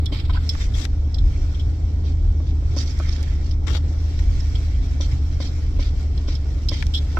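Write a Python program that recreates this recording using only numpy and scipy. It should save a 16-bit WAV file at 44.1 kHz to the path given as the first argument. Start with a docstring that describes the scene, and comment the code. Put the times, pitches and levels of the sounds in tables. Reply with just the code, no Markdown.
"""Inside the cab of an eight-cylinder pickup that drives at a steady pace over a rough grass field.
The exhaust drones as a sum of cycle orders; shaped noise gives the ground rumble, tyre roar and grass hiss.
Jolts make the body shudder and the dashboard bump, clack and creak, as struck or juddering resonances.
A hand-held phone ticks in its case and slides over cloth, around most bumps, in strokes of clumped noise."""
import sys
import numpy as np
from scipy import signal
from scipy.fft import rfft, irfft, next_fast_len
from scipy.io import wavfile
from scipy.ndimage import uniform_filter1d, map_coordinates

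SR = 44100
rng = np.random.default_rng(int(sys.argv[2]) if len(sys.argv) > 2 else 0)


def dump(signal):
    """Clip the signal to [-1, 1] and save it as 16-bit WAV at the path in sys.argv[1]."""
    limited = np.clip(np.atleast_2d(signal).T, -1, 1)
    pcm = np.round(limited * 32767).astype(np.int16)
    wavfile.write(sys.argv[1], SR, pcm)


N = 317079

# resonances of the phone's case: (centre [Hz], width [Hz], level [dB])
CASE_MODES = [(3270, 316, -0.5), (3400, 45, 7.5), (3600, 110, -5), (4160, 230, 0), (4500, 1200, -9),
              (5340, 215, 3), (7440, 300, -13.5), (13500, 640, -27)]


def amp(db):
    """Decibels to gain."""
    return 10 ** (np.asarray(db) / 20)


def unit(x):
    """Scale to rms 1."""
    return x / np.sqrt(np.mean(x ** 2) + 1e-20)


def along(points, hz):
    """Read (frequency, value) points on a log frequency axis."""
    f, v = np.transpose(points)
    return np.interp(np.log(hz + 1), np.log(f), v)


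def curves(rows):
    """One value per sample for each column after the time."""
    s, *cols = np.transpose(rows)
    return [np.interp(np.arange(N) / SR, s, c) for c in cols]


def wobble(rate, size=N):
    """A smooth random curve with `rate` knots a second."""
    knots = rng.standard_normal(int(size * rate / SR) + 4)
    return map_coordinates(knots, [np.arange(size) * rate / SR])


def filtered(x, response):
    """Filter x by a real or complex response of frequency."""
    size = x.shape[-1]
    m = next_fast_len(size + 8192)
    spectrum = rfft(x, m) * response(np.fft.rfftfreq(m, 1 / SR))
    return irfft(spectrum, m)[..., :size]


def hump(hz, centre_hz, octaves, height_db):
    """Gain of a smooth boost or cut around one frequency."""
    distance = np.log2((hz + 1) / centre_hz) / octaves
    return amp(height_db * np.exp(-.5 * distance ** 2))


def body(modes, hz, tilt_db=0):
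    """Causal response of resonances with alternating sign, tilted in dB per octave."""
    total = 0
    for k, (centre, width, db) in enumerate(modes):
        gain = (-1) ** k * amp(db + tilt_db * np.log2(centre))
        total = total + gain * 1j * hz * width / (centre ** 2 - hz ** 2 + 1j * hz * width)
    return total


def in_cab(pair, response):
    """Two unrelated signals become left and right: alike in the bass, diffuse and leaning in the treble."""
    # likeness of left and right: (frequency [Hz], correlation [-1 to 1])
    alike = [(30, 0.95), (80, 1), (160, 0.9), (300, 0.82), (600, 0.69), (1200, 0), (4000, 0)]
    # treble balance, mostly brighter on the right: (frequency [Hz], left minus right [dB])
    lean = [(3200, 0), (4400, -1.5), (5400, -6.5), (6400, -5), (8500, 0.5), (12500, -4.5)]

    def mid_side(hz):
        turn = np.arccos(np.clip(along(alike, hz), -1, 1)) / 2
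        return response(hz) * np.array([np.cos(turn), np.sin(turn)])

    mid, side = filtered(pair, mid_side)
    left_right = np.array([mid + side, mid - side])
    return filtered(left_right, lambda hz: amp(along(lean, hz) * np.array([[.5], [-.5]])))


def patchy(depth_db):
    """Two noises in which patches of a few hundred Hz swell and fade for some 30 ms."""
    z = signal.stft(rng.standard_normal((2, N)), nperseg=512)[2]
    field = rng.standard_normal(z.shape[1:])
    field = uniform_filter1d(field, size=4, axis=0)  # smooth over frequency
    field = uniform_filter1d(field, size=6, axis=1)  # smooth over time
    return signal.istft(z * amp(depth_db * unit(field)), nperseg=512)[1][:, :N]


def rush(spectrum, patch_db, grain_db, grain_rate):
    """Stereo noise of rms 1 whose strength flutters in grains."""
    grains = patchy(patch_db) * amp(grain_db * wobble(grain_rate))
    return unit(in_cab(grains, lambda hz: amp(along(spectrum, hz))))


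def add(out, s, sound, pan_db):
    """Mix a stereo sound in at time s, leaning left (+) or right (-) at constant power."""
    part = out[:, round(s * SR):][:, :sound.shape[1]]
    sides = unit(amp([[pan_db / 2], [-pan_db / 2]]))
    part += (sides * sound)[:, :part.shape[1]]


def ring(force, modes, length, tilt_db):
    """A body rung by a force; its energy is that of rms 1 held for `length` seconds."""
    sound = in_cab(force, lambda hz: body(modes, hz, tilt_db))
    return unit(sound) * np.sqrt(length * SR / sound.shape[1])


def engine():
    """Eight uneven firings a cycle: the firing line booms in the cab, weaker cycle orders throb around it."""
    # drone that follows the throttle: (time [s], firing rate [Hz], level [dB])
    throttle = [(0, 76.9, -17), (.15, 77.73, -29.5), (.33, 76.98, -19), (.72, 76.04, -25.5),
                (1.05, 73.62, -21), (1.3, 75.94, -23), (1.8, 78.55, -21.5), (2.3, 77.43, -19),
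                (2.7, 74.8, -22.5), (3.1, 75.6, -21.5), (3.3, 74.68, -22), (4.05, 77.48, -20),
                (4.55, 76.57, -21.5), (5.1, 73.7, -20), (5.48, 76.54, -22), (6.38, 72.29, -22.5),
                (6.68, 73, -23.5), (6.95, 73.38, -20.5), (7.19, 72.9, -21.5)]
    # partials of the drone: (multiple of the eight-cylinder cycle rate, level within the drone [dB])
    exhaust = [(3, -15), (5, -9.5), (7, -23.5), (8, -0.5), (11, -24), (13, -22.5), (15, -34), (16, -24.5),
               (19, -36.5), (24, -33), (26, -35.5), (28, -31), (29, -35.5), (30, -36.5), (32, -32)]
    firing_hz, db = curves(throttle)
    cycle = 2 * np.pi * np.cumsum(firing_hz) / SR / 8
    drone = np.zeros(N)
    for order, order_db in exhaust:
        unsteady = .02 if order_db > -3 else .12  # the firing line is the steadiest
        strength = amp(order_db) * (1 + unsteady * wobble(7.8))
        phase = rng.uniform(0, 2 * np.pi) + unsteady * wobble(8.1)
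        drone += strength * np.sin(order * cycle + phase)
    return np.sqrt(2) * amp(db) * drone


def ground():
    """Rough ground shakes the body and the tyres roar evenly on the turf."""
    # rougher and smoother stretches: (time [s], body shake level [dB])
    stretches = [(0, -22.5), (2.7, -22.5), (3.7, -24), (5.1, -22.5), (6.2, -23), (7.19, -23.5)]
    # colour of the body shake: (frequency [Hz], relative level per Hz [dB])
    shake_colour = [(10, -22.5), (19, 0), (27, 1.5), (36, 0.5), (50, 3.5), (63, 2.5), (76, -4.5),
                    (90, -3.5), (115, -6.5), (145, -15), (190, -27), (300, -95)]
    # colour of the tyre roar: (frequency [Hz], relative level per Hz [dB])
    roar_colour = [(110, -33), (170, -4), (205, -4), (240, -2.5), (280, 1), (335, -4.5), (450, -10.5),
                   (600, -15.5), (760, -15.5), (950, -22), (1500, -29), (3000, -66)]
    roar_db = -41.5
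    shake_db, = curves(stretches)
    shake = amp(shake_db) * rush(shake_colour, patch_db=0.0, grain_db=2.0, grain_rate=13)
    roar = amp(roar_db) * rush(roar_colour, patch_db=1.0, grain_db=1.0, grain_rate=44)
    return shake + roar


def ruts():
    """A wheel drops into a rut and the whole body shudders for a few cycles."""
    # deep ruts: (time [s], peak level [dB])
    drops = [(0.269, -15.5), (1.158, -15), (2.179, -11), (5.721, -15.5)]
    shudder_hz, swell_s = 37.8, 0.082  # pitch, time to the strongest moment
    out, t = np.zeros((2, N)), np.arange(SR // 2) / SR
    u = (t / swell_s) ** 2
    shudder = u * np.exp(1 - u) * np.sin(2 * np.pi * shudder_hz * t)
    for s, db in drops:
        add(out, s, amp(db) * np.array([shudder, shudder]), 0)
    return out


def bumps():
    """One soft blow rings the padded panel for a few cycles; its higher modes differ from side to side."""
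    # soft bumps: (time [s], level [dB], pitch of the lowest mode [Hz], hardness [dB per octave])
    blows = [(.122, -23, 298, -2), (2.401, -29, 315, -1), (2.623, -32.5, 292, -0.5),
             (2.7648, -21.5, 290, -1.5), (2.998, -25, 322.6, 2), (5.002, -22, 286, -2),
             (5.401, -24.5, 284, 1), (5.792, -25, 285, 0.5), (6.281, -27, 293, 0.5),
             (6.7158, -23.5, 291, 1), (7.17, -24, 339, 0)]
    # modes of the padded panel: (multiple of the lowest mode, level [dB], t60 [s])
    panel = [(1, 1, 0.063), (1.45, -7, 0.034), (1.93, -1, 0.037), (2.6, -11.5, .022), (3.58, -10, 0.04),
             (4.4, -15, 0.024), (5.5, -17, 0.031), (7.55, -19, 0.038)]
    out, t = np.zeros((2, N)), np.arange(SR // 6) / SR
    rise = 1 - np.exp(-(t / .0022) ** 2)  # the padding gives way
    for s, db, pitch_hz, hardness_db in blows:
        thud = np.zeros((2, len(t)))
        for multiple, mode_db, t60 in panel:
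            octaves = np.log2(multiple)
            phase = rng.uniform(0, 2 * np.pi) + 0.38 * octaves * rng.standard_normal((2, 1))
            decay = amp(mode_db + hardness_db * octaves - 60 * t / t60)
            thud += decay * np.sin(2 * np.pi * pitch_hz * multiple * t + phase)
        add(out, s, amp(db) * thud * rise, 0)
    return out


def clacks():
    """Hard plastic contacts, short noise bursts with dense cab reflections, ring as dry clacks."""
    # clacks: (time [s], level [dB], left minus right [dB], tilt [dB per octave])
    contacts = [(.058, -37.5, 1.5, 21), (.55, -31, -5, -15), (0.852, -21.5, 12, 1.5),
                (2.99, -39.5, -0.5, 16.5), (3.229, -37.5, -3.5, 22), (4.191, -37.5, 13, 1),
                (6.825, -22.5, 16, -4), (6.867, -34, -6.5, 6.5)]
    # resonances of the plastic: (centre [Hz], width [Hz], level [dB])
    plastic = [(900, 300, -4), (1640, 670, 4), (2120, 620, 7), (3550, 1010, 2.5), (5240, 1600, -2),
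               (12500, 3000, -46.5)]
    contact_t60, cab_db, cab_t60 = .014, -23, .07
    out, t = np.zeros((2, N)), np.arange(SR // 6) / SR
    fade = amp(-60 * t / contact_t60) + amp(cab_db - 60 * t / cab_t60)
    for s, db, pan_db, tilt_db in contacts:
        force = rng.standard_normal((2, len(t))) * fade
        add(out, s, amp(db) * ring(force, plastic, length=0.0032, tilt_db=tilt_db), pan_db)
    return out


def squeaks(rows, modes, focus_db, cab_db, cab_t60):
    """Two plastic parts judder against each other for a moment and excite the modes nearest to the judder."""
    out, t = np.zeros((2, N)), np.arange(SR // 6) / SR
    for s, db, centre_hz, length, pan_db in rows:
        press = np.sqrt(np.clip(1 - (t / length) ** 2, 0, 1))
        press += amp(cab_db - 60 * t / cab_t60)  # reflections in the cab
        noise = rng.standard_normal((2, len(t)))
        judder = filtered(noise, lambda hz: hump(hz, centre_hz, octaves=0.16, height_db=focus_db))
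        add(out, s, amp(db) * ring(press * judder, modes, length, 0), pan_db)
    return out


def creaks():
    """Juddering trim rings the dashboard."""
    # creaks: (time [s], level [dB], centre of the judder [Hz], length [s])
    judders = [(.294, -35, 1150, .016), (0.342, -37, 1030, .012), (.358, -36, 1287, 0.0082),
               (0.369, -33.5, 1500, 0.012), (2.998, -37, 1250, 0.012), (7.169, -24, 1270, 0.009)]
    # resonances of the dashboard: (centre [Hz], width [Hz], level [dB])
    dash = [(724, 140, 0.5), (1030, 87, 1.5), (1287, 33, -0.5), (1500, 45, 5), (2170, 380, -9.5),
            (3420, 720, -18.5)]
    rows = [(*row, -1) for row in judders]  # every creak leans 1 dB right
    return squeaks(rows, dash, focus_db=13.5, cab_db=-11.5, cab_t60=0.15)


def ticks():
    """The phone ticks in its case: brief judders ring the case's modes."""
    # ticks: (time [s], level [dB], centre of the judder [Hz], length [s], left minus right [dB])
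    judders = [(.058, -30, 3600, 0.0097, -5), (.491, -21.5, 4920, 0.01, -2.5), (.738, -36, 3500, 0.011, 1),
               (1.143, -33.5, 4700, .009, -2), (1.184, -36, 3780, 0.0081, -1), (1.545, -44, 3360, .011, 5),
               (1.594, -41.5, 3150, 0.022, 1), (2.873, -42.5, 4300, .009, -6),
               (2.906, -40, 5400, 0.008, -6), (3.089, -38, 5500, 0.0076, -4.5),
               (3.125, -39, 4700, 0.012, -3), (3.163, -39.5, 4500, 0.0057, -6),
               (3.204, -48, 4500, 0.0065, -4.5), (3.511, -41, 4900, 0.011, -2), (4.4, -41, 5500, .011, -5),
               (4.552, -35, 3220, .011, 2), (5.113, -44, 4706, 0.0099, -1), (5.47, -40.5, 5100, 0.01, -4),
               (6.176, -38, 4225, 0.0061, 0), (6.35, -38, 4540, 0.012, -5), (6.686, -24, 4630, .012, -5),
               (6.938, -25.5, 3270, 0.0069, -4.5), (6.945, -24.5, 3200, 0.017, 1.5),
               (6.96, -32, 3360, 0.021, -3), (6.975, -32, 3770, 0.016, -4)]
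    return squeaks(judders, CASE_MODES, focus_db=11, cab_db=-9.5, cab_t60=0.15)


def rustles():
    """Each rub is a stroke of tiny fibre slips that come in clumps and ring the phone's case a little."""
    # cloth rubs: (time [s], length [s], level [dB], left minus right [dB],
    # centre of the scratch [Hz], fall from start to end [dB])
    rubs = [(0.115, .1, -35, -3.5, 3480, 5), (0.245, 0.019, -43, -3.5, 3600, 3),
            (0.293, 0.014, -36, -2, 3220, 4), (0.325, 0.053, -40, -5.5, 3330, 4),
            (0.565, .12, -44.5, 5, 7500, 6), (0.598, 0.058, -42, -2, 2570, 8),
            (0.743, 0.11, -34, 8, 9000, 0), (2.035, 0.09, -46.5, -1.5, 3870, -.5),
            (2.463, .052, -49, -2.5, 3939, 2.5), (2.762, 0.075, -32.5, -4, 5340, 1),
            (2.852, .075, -44, -2.5, 5400, 2.5), (2.952, 0.48, -45, -7.5, 1778, 7.5),
            (3.072, 0.092, -46.5, -1.5, 4800, 1), (3.424, 0.12, -48.5, -2, 4150, 1),
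            (3.666, .021, -28, 21, 1110, 2.5), (3.688, 0.074, -35, 17.5, 505, .5),
            (3.742, .036, -33, 11.5, 800, -3.5), (4.188, .011, -38, 9.5, 600, 3),
            (5.003, 0.062, -36.5, 0, 4302, 7.5), (5.107, .026, -44.5, -3, 2002, 3.5),
            (5.398, 0.094, -38.5, 0, 3900, 6), (5.784, 0.12, -40, -2, 3700, 5),
            (6.271, 0.1, -39, 0.5, 3940, 5), (6.706, 0.13, -37.5, -1, 3869, 7.5)]
    # colour of the cloth: (frequency [Hz], relative level per Hz [dB])
    cloth = [(250, 6), (700, -3.5), (1100, -2), (2300, 0.5), (3400, -3), (4600, -1), (5500, 0),
             (6400, -5.5), (7700, -10.5), (9500, -32), (12800, -21), (15000, -35.5)]
    grain_db, clump_db, roundness = 1.9, 1.8, .42
    case_share_db, cab_t60 = -9.5, .05
    out, t = np.zeros((2, N)), np.arange(SR // 2) / SR
    slips = patchy(depth_db=3.0) * amp(grain_db * wobble(900) + clump_db * wobble(130))
    keep = amp(-120 / (cab_t60 * SR))  # power kept per sample: the cab holds each stroke for a moment
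    for s, length, db, pan_db, centre_hz, sag_db in rubs:
        force = slips[:, round(s * SR):][:, :len(t)]
        rub = in_cab(force, lambda hz: amp(along(cloth, hz)) * hump(hz, centre_hz, octaves=0.56, height_db=8.5))
        case = filtered(force[::-1],
                        lambda hz: body(CASE_MODES, hz) * hump(hz, centre_hz, octaves=.4, height_db=8))
        u = np.clip(t[:rub.shape[1]] / length, 0, 1)
        stroke = (4 * u * (1 - u)) ** roundness * amp(sag_db * (.5 - u))
        stroke = np.sqrt(signal.lfilter([1 - keep], [1, -keep], stroke ** 2))
        mix = unit(unit(rub) + amp(case_share_db) * unit(case))
        add(out, s, amp(db) * stroke * mix, pan_db)
    return out


def grass():
    """Grass sweeps along underneath; the shaking keeps the phone's case faintly ringing in the hand."""
    # sweep of the grass: (time [s], hiss level [dB])
    sweep = [(0, -51), (.5, -45.5), (1, -54.5), (1.55, -48), (1.85, -54), (2.62, -54), (2.77, -44.5),
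             (3.6, -55), (3.85, -49.5), (4.4, -46.5), (5.3, -49.5), (5.62, -48.5), (6.1, -51), (7.19, -47)]
    # colour of the hiss: (frequency [Hz], relative level per Hz [dB])
    hiss_colour = [(400, -18.5), (900, -0.5), (1500, 4.5), (2700, 3), (3400, 1.5), (4600, 0.5), (5500, 2.5),
                   (6400, -3), (7600, -4.5), (9500, -24), (12800, -18), (15000, -28)]
    grass_db, = curves(sweep)
    hiss = rush(hiss_colour, patch_db=2.0, grain_db=1.5, grain_rate=640)
    hiss = amp(grass_db + 1.1 * wobble(14)) * hiss
    grip = unit(in_cab(rng.standard_normal((2, N)), lambda hz: body(CASE_MODES, hz)))
    grip = amp(grass_db - 12.0 + 2.4 * wobble(25)) * grip
    return hiss + grip * amp([[-2], [1]])  # the ringing leans right


def walls(x):
    """Dense reflections from glass and trim give a steady sound a fine, fixed ripple of colour."""
    wet_db, wet_t60 = -8, .07
    t = np.arange(SR // 12) / SR
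    echo = rng.standard_normal(len(t)) * amp(-60 * t / wet_t60)
    wet = signal.fftconvolve(x, echo[None] / np.linalg.norm(echo), axes=1)[:, :N]
    return (x + amp(wet_db) * wet) / np.hypot(1, amp(wet_db))


def dull_start(x):
    """The upper treble is dull for the first moment, then opens."""
    until_s, opening_s = 0.43, .03
    dull = filtered(x, lambda hz: hump(hz, 6100, octaves=0.17, height_db=-11.5))
    opened = np.clip((np.arange(N) / SR - until_s) / opening_s, 0, 1)
    return dull + (x - dull) * opened


def scene():
    """Everything as heard from the passenger seat."""
    driving = engine() + ground() + ruts()
    dashboard = bumps() + clacks() + creaks()
    hiss_and_cloth = dull_start(walls(grass() + rustles()))
    return driving + dashboard + ticks() + hiss_and_cloth


def record(dry):
    """The phone keeps nothing above its band limit of 15 kHz."""
    return filtered(dry, lambda hz: hz < 15000)


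dry = scene()
out = record(dry)
dump(out)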